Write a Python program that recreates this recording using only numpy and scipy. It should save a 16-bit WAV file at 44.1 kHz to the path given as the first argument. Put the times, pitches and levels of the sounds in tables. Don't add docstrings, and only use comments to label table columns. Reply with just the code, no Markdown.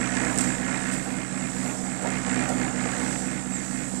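import sys
import numpy as np
from scipy import signal
from scipy.fft import rfft, irfft, next_fast_len
from scipy.io import wavfile
from scipy.ndimage import uniform_filter1d, map_coordinates

SR = 44100
rng = np.random.default_rng(int(sys.argv[2]) if len(sys.argv) > 2 else 0)


def dump_mix(stems):
    frames = np.atleast_2d(stems).T
    limited = np.clip(frames, -1, 1)
    pcm = np.round(limited * 32767).astype(np.int16)
    wavfile.write(sys.argv[1], SR, pcm)


N = 176400

# t/s, f/Hz
MOTOR_SPEED = [(0, 62.8), (.31, 63.1), (.62, 62.55), (.92, 63.45), (1.23, 63.05), (1.85, 63.1),
               (2.15, 62.55), (2.46, 63.0), (2.77, 62.3), (3.08, 63.4), (3.38, 63.1), (4, 63.6)]
# t/s, level/dB
MOTOR_LOAD = [(0, 2.5), (.33, 5.5), (.7, -0.5), (.95, -0.5), (1.25, -3.5), (1.6, -0.5), (1.85, -6.5),
              (2.15, 0), (2.48, 4.5), (2.8, 0), (3.05, 2), (3.5, -4.5), (4, -3.5)]
# multiple of the speed, level/dB, dB per dB of load, swell/dB, swell lead/pinion turns
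HUM_TONES = [(1, -51, 0.74, -0.5, 0.3), (2, -46, 0.73, 2, -0.087), (3, -39, 0.24, 2.5, 0.19),
             (4, -39, 0.88, 0.5, -0.0083), (5, -54.5, 2, -1, 0.12), (6, -62, 1.4, -0.5, .07)]
# position/pinion turns, level/dB
TOOTH_FORCE = [(.09, 3.5), (.22, -1), (.33, -2.5), (.42, -6.5), (.55, .6), (.67, -.7), (.74, 2.3),
               (.83, -.8), (.95, 1.5)]
# f/Hz, half width/Hz, level/dB
DRUM_MODES = [(73, 5.6, -14), (101, 2, -14.5), (149.2, 7.2, 0), (173.6, 15, -4.5), (199.7, 10.3, -5.5),
              (247, 21, -0.5), (273, 4.2, -5), (275.2, 6.1, 3), (301, 21, -6), (312.4, 10.6, -5),
              (341, 8.4, -12), (365.5, 19, -13), (484, 14.7, -8.5), (616, 5.4, -11.5)]

# t/s, level/dB
CHURN_LEVEL = [(0, -40.5), (.33, -36.5), (.5, -39), (.65, -42), (.72, -38), (.85, -40.5), (1.05, -44),
               (1.35, -44), (1.6, -44.5), (1.7, -40), (1.8, -43), (1.97, -43), (2.08, -38.5), (2.24, -40.5),
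               (2.43, -36.5), (2.56, -39), (2.64, -37.5), (2.76, -41.5), (3.02, -38), (3.3, -45.5),
               (3.6, -47), (4, -45.5)]
# f/Hz, level/dB
CHURN_COLOUR = [(25, -24), (100, -18), (200, -13.5), (400, -4.5), (520, -3), (620, -2.5), (740, 0),
                (880, -5.5), (1030, -10.5), (1350, -8.5), (2500, -17.5), (6000, -44.5)]

# t/s, level/dB
RATTLE_LEVEL = [(0, -38), (.18, -34.5), (.28, -36.5), (.38, -38.5), (.58, -39.5), (.72, -38), (.85, -36.5),
                (.98, -41.5), (1.08, -41.5), (1.3, -42), (1.5, -42.5), (1.68, -42.5), (1.8, -54),
                (1.88, -44.5), (2.01, -45), (2.08, -38), (2.16, -38.5), (2.22, -41), (2.29, -37),
                (2.46, -37), (2.54, -44.5), (2.62, -38), (2.72, -42), (2.79, -38.5), (2.89, -39), (3, -38),
                (3.19, -44), (3.32, -41.5), (3.48, -46), (3.62, -44), (3.73, -45.5), (3.83, -44),
                (3.9, -47.5), (4, -51.5)]
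# f/Hz, level/dB
CLATTER_COLOUR = [(400, -19.5), (950, -6), (1350, 2.5), (1750, 0), (2150, -5.5), (2600, -4), (3200, -9.5),
                  (4500, -13), (7000, -17.5), (14000, -73)]
# f/Hz, width/Hz, level/dB
DRIVE_MODES = [(938.5, 9.4, 1.5), (1104, 17, 5), (1374, 19, -1.5), (1487, 11.8, 11.5), (1710, 42, 6),
               (1805, 17, 7), (1886, 42, 6)]
# t/s, level/dB
DRIVE_RING_LEVEL = [(0, 1.5), (.2, 2), (.6, 0.5), (.85, 1), (1.1, -3), (2.1, -1.5), (2.4, -0.5),
                    (2.72, -0.5), (2.95, -1), (4, 0)]
# f/Hz, width/Hz, level/dB
RIM_MODES = [(1970, 49, -4.5), (2122, 34, 3.5), (2208, 47, -3.5), (2397, 29, -1.5), (2585, 155, -10)]
# t/s, level/dB
TICK_LEVEL = [(0, -7.5), (.3, -5), (.6, -15), (1.3, -8), (1.9, -5.5), (2.4, -5.5), (2.7, -8), (4, -9)]
# f/Hz, level/dB
TICK_COLOUR = [(2000, -28), (3200, -20), (5000, -18), (6500, -6.5), (7700, 4), (8600, -9), (10000, -32),
               (14000, -54)]

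# t/s, level/dB
HISS_LEVEL = [(0, -39.5), (.3, -38), (.48, -36), (.62, -40.5), (.95, -38.5), (1.25, -43.5), (1.55, -40),
              (1.75, -39), (1.95, -41), (2.2, -40.5), (2.46, -39), (2.72, -41.5), (3.13, -36.5),
              (3.45, -42), (3.65, -40), (4, -40)]
# f/Hz, level/dB
HISS_COLOUR = [(1500, -39), (3200, -20.5), (5000, -18), (6200, -13.5), (7000, -6.5), (7700, 0), (8400, -7),
               (9200, -15.5), (10200, -29), (12000, -38), (14000, -48), (15000, -55)]
# t/s, level/dB
FIZZ_LEVEL = [(0, -69), (.3, -54), (.47, -54), (.7, -62), (1.05, -55), (1.3, -64), (1.7, -52), (1.9, -61),
              (2.15, -58), (2.33, -74), (2.5, -55), (2.75, -64), (3.1, -53), (3.4, -61), (3.75, -56),
              (4, -57)]
# f/Hz, level/dB
FIZZ_COLOUR = [(6000, -28), (9000, 7), (10500, -3), (12000, -6.5), (14000, -10.5), (15000, -26)]

# t/s, level/dB, time to fade by 60 dB/s
GRIT_HITS = [(0.3755, -19, 0.014), (0.3854, -19.5, 0.031), (0.392, -29.5, 0.063), (0.407, -26, 0.1),
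             (.438, -35, 0.13), (.92, -34.5, 0.13), (.937, -36, 0.088), (2.49, -29, 0.055)]
# f/Hz, level/dB
GRIT_COLOUR = [(2000, -13), (5000, -9.5), (6800, -6.5), (7700, 7.5), (8600, -1.5), (10000, -16),
               (14500, -27)]
# t/s, level/dB
WALL_HITS = [(1.653, -38), (1.705, -39.5), (2.048, -27.5), (2.496, -26.5)]
# f/Hz, level/dB, time to fade by 60 dB/s
WALL_MODES = [(550, -2, 0.09), (623, 0.5, 0.072), (700, -2, .13), (756, -0.5, 0.075), (945, -11.5, 0.15),
              (1395, -14, 0.16)]
# t/s, f/Hz, level/dB
CHIRP_PATH = [(3.515, 7150, -60), (3.53, 7480, -41), (3.554, 7570, -33.5), (3.567, 7280, -37),
              (3.578, 6820, -44), (3.597, 6300, -50), (3.61, 6200, -70)]
# f/Hz, level/dB
DEAD_MIC_COLOUR = [(20, -0.5), (45, -3), (100, -16.5), (250, -11.5), (500, -17), (1000, -23), (2200, -28.5),
                   (4500, -41), (9000, -45), (13000, -57), (15000, -75)]

PINION_RATIO = 15


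def amp(db):
    return 10 ** (np.asarray(db) / 20)


def unit(x):
    return x / np.sqrt(np.mean(x ** 2) + 1e-20)


def curves(rows):
    times, *columns = np.transpose(rows)
    return [np.interp(np.arange(N) / SR, times, column) for column in columns]


def wobble(rate):
    return map_coordinates(rng.standard_normal(int(N * rate / SR) + 4), [np.arange(N) * rate / SR])


def filtered(x, response):
    size = next_fast_len(N + SR // 2)
    return irfft(rfft(x, size) * response(np.fft.rfftfreq(size, 1 / SR)), size)[:N]


def coloured(x, colour):
    f, db = np.transpose(colour)
    return filtered(x, lambda hz: amp(np.interp(np.log(hz + 1), np.log(f), db)))


def resonant(x, modes):
    return unit(filtered(x, lambda f: sum(
        (-1) ** k * amp(db) * 1j * f * width / (hz * hz - f * f + 1j * f * width)
        for k, (hz, width, db) in enumerate(modes))))


def steadied(x, samples):
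    power = abs(uniform_filter1d(x ** 2, size=samples))
    return unit(x / np.sqrt(power + 1e-20))


def grains(spread_db, rate):
    return unit(rng.standard_normal(N) * amp(2 * spread_db * np.tanh(wobble(rate) / 2)))


def shifting(x, patchy_db):
    spectra = signal.stft(x, nperseg=1024)[2]
    patches = uniform_filter1d(rng.standard_normal(spectra.shape), size=2, axis=0)
    patches = uniform_filter1d(patches, size=12, axis=1)
    gain = amp(patchy_db * np.tanh(unit(patches)))
    return unit(signal.istft(spectra * gain, nperseg=1024)[1][:N])


def pinion_swell(turns, lead):
    angle = 2 * np.pi * (turns / PINION_RATIO + lead)
    return np.cos(angle) + .5 * np.cos(2 * angle - 2.6)


def gear_throb(turns):
    position, db = np.transpose(TOOTH_FORCE)
    return np.interp(turns / PINION_RATIO, position, db, period=1)


def motor(turns, waver_db=0.97):
    load, = curves(MOTOR_LOAD)
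    hum = np.zeros(N)
    for multiple, db, follows, swell_db, lead in HUM_TONES:
        k = round(multiple)
        level = db + follows * load + swell_db * pinion_swell(turns, lead) + waver_db * wobble(11)
        if k >= 4:
            level += gear_throb(turns)
        frame_shift = .25 * k ** 2
        hum += amp(level) * np.cos(2 * np.pi * (k * turns + frame_shift))
    return np.sqrt(2) * hum


def drum(turns, gear_share=.6, size=4096):
    def shell(f):
        return np.sqrt(sum(amp(db) ** 2 / (1 + ((f - hz) / width) ** 2) ** 2
                           for hz, width, db in DRUM_MODES))

    load, = curves(MOTOR_LOAD)
    pinion_hz = turns[-1] * SR / N / PINION_RATIO
    k = np.arange(size // 2 + 1)
    tones = shell(k * pinion_hz) * (k % PINION_RATIO > 0)
    one_turn = irfft(tones * np.exp(2j * np.pi * rng.random(len(k))))
    by_gear = unit(np.interp(turns / PINION_RATIO, np.arange(size) / size, one_turn, period=1))
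    by_mix = unit(filtered(rng.standard_normal(N), shell))
    drone = np.sqrt(gear_share) * by_gear + np.sqrt(1 - gear_share) * by_mix
    return amp(-37.5 + 0.5 * load + .7 * gear_throb(turns)) * steadied(drone, samples=2000)


def churn(gain_db=1):
    level, = curves(CHURN_LEVEL)
    tumble = coloured(grains(spread_db=1.0, rate=220), CHURN_COLOUR)
    return amp(level + gain_db) * shifting(tumble, patchy_db=2.0)


def strokes(turns, start, rise, fall, steady, scatter_db):
    slack = .03 * wobble(40)
    count, part = np.divmod(turns - start + 2 + slack, 1)
    burst = (1 - np.exp(-part / rise)) ** 2 * np.exp(-part / fall)
    sizes = amp(scatter_db * np.tanh(rng.standard_normal(size=400)))
    return unit(steady + (1 - steady) * unit(burst * sizes[count.astype(int)]))


def rattle(turns, gain_db=-1, rim_db=-5.5):
    level, = curves(RATTLE_LEVEL)
    tick_db, = curves(TICK_LEVEL)
    ring_db, = curves(DRIVE_RING_LEVEL)
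    beat = strokes(turns, start=.51, rise=.16, fall=.22, steady=.14, scatter_db=1.0)
    blows = grains(spread_db=2.5, rate=560) * beat
    ticks = grains(spread_db=3.5, rate=1100)
    ticks *= strokes(turns, start=.528, rise=.016, fall=.085, steady=.09, scatter_db=2.2)
    ticks = amp(tick_db) * unit(coloured(ticks, TICK_COLOUR))
    ring = amp(ring_db) * steadied(resonant(blows, DRIVE_MODES), samples=1400)
    clatter = shifting(unit(coloured(blows, CLATTER_COLOUR)) + ring, patchy_db=1.4)
    clatter *= amp(.9 * pinion_swell(turns, lead=.04))
    rim = steadied(resonant(grains(spread_db=0, rate=590) * beat, RIM_MODES), samples=1400)
    rim *= amp(rim_db + 3.8 * pinion_swell(turns, lead=.02))
    return amp(level + gain_db) * (clatter + rim + ticks)


def sliding_sand(gain_db=0.17):
    hiss_db, = curves(HISS_LEVEL)
    fizz_db, = curves(FIZZ_LEVEL)
    hiss = shifting(coloured(grains(spread_db=0.5, rate=910), HISS_COLOUR), patchy_db=5.0)
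    fizz = unit(coloured(grains(spread_db=2.5, rate=600), FIZZ_COLOUR))
    return amp(hiss_db + gain_db) * hiss + amp(fizz_db) * fizz


def spatters(attack_s=0.0005):
    bursts, t = np.zeros(N), np.arange(SR // 2) / SR
    for start, db, fade_s in GRIT_HITS:
        bursts[round(start * SR):][:len(t)] += amp(db - 60 * t / fade_s) * (1 - np.exp(-t / attack_s))
    return bursts * unit(coloured(rng.standard_normal(N), GRIT_COLOUR))


def knocks(attack_s=0.0015, crack_db=-13, crack_fade_s=0.031):
    out, t = np.zeros(N), np.arange(SR // 2) / SR
    for start, db in WALL_HITS:
        ring = sum(amp(level - 60 * t / fade_s) * np.sin(2 * np.pi * (hz * t + rng.random()))
                   for hz, level, fade_s in WALL_MODES)
        noise = unit(coloured(rng.standard_normal(N), CHURN_COLOUR))[:len(t)]
        crack = amp(crack_db - 60 * t / crack_fade_s) * noise
        out[round(start * SR):][:len(t)] += amp(db) * (ring + crack) * (1 - np.exp(-t / attack_s))
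    return out


def chirp(waver_hz=25):
    hz, level = curves(CHIRP_PATH)
    t = np.arange(N) / SR
    phase = 2 * np.pi * np.cumsum(hz + waver_hz * wobble(300)) / SR
    sounding = (t > CHIRP_PATH[0][0]) * (t < CHIRP_PATH[-1][0])
    return np.sqrt(2) * amp(level) * np.sin(phase) * sounding


def scene(right_db=6, leak_db=-34, leak_cutoff_hz=400):
    turns = np.cumsum(curves(MOTOR_SPEED)[0]) / SR
    site = motor(turns) + drum(turns) + churn() + rattle(turns) + sliding_sand()
    site += knocks() + spatters() + chirp()
    dead_mic = amp(-56.5 + 3.9 * wobble(17)) * unit(coloured(rng.standard_normal(N), DEAD_MIC_COLOUR))
    leak = filtered(site, lambda hz: amp(leak_db) / (1 + 1j * hz / leak_cutoff_hz))
    return np.array([dead_mic + leak, amp(right_db) * site])


def record(dry):
    return np.array([filtered(side, lambda hz: hz < 14700) for side in dry])


dry = scene()
out = record(dry)
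dump_mix(out)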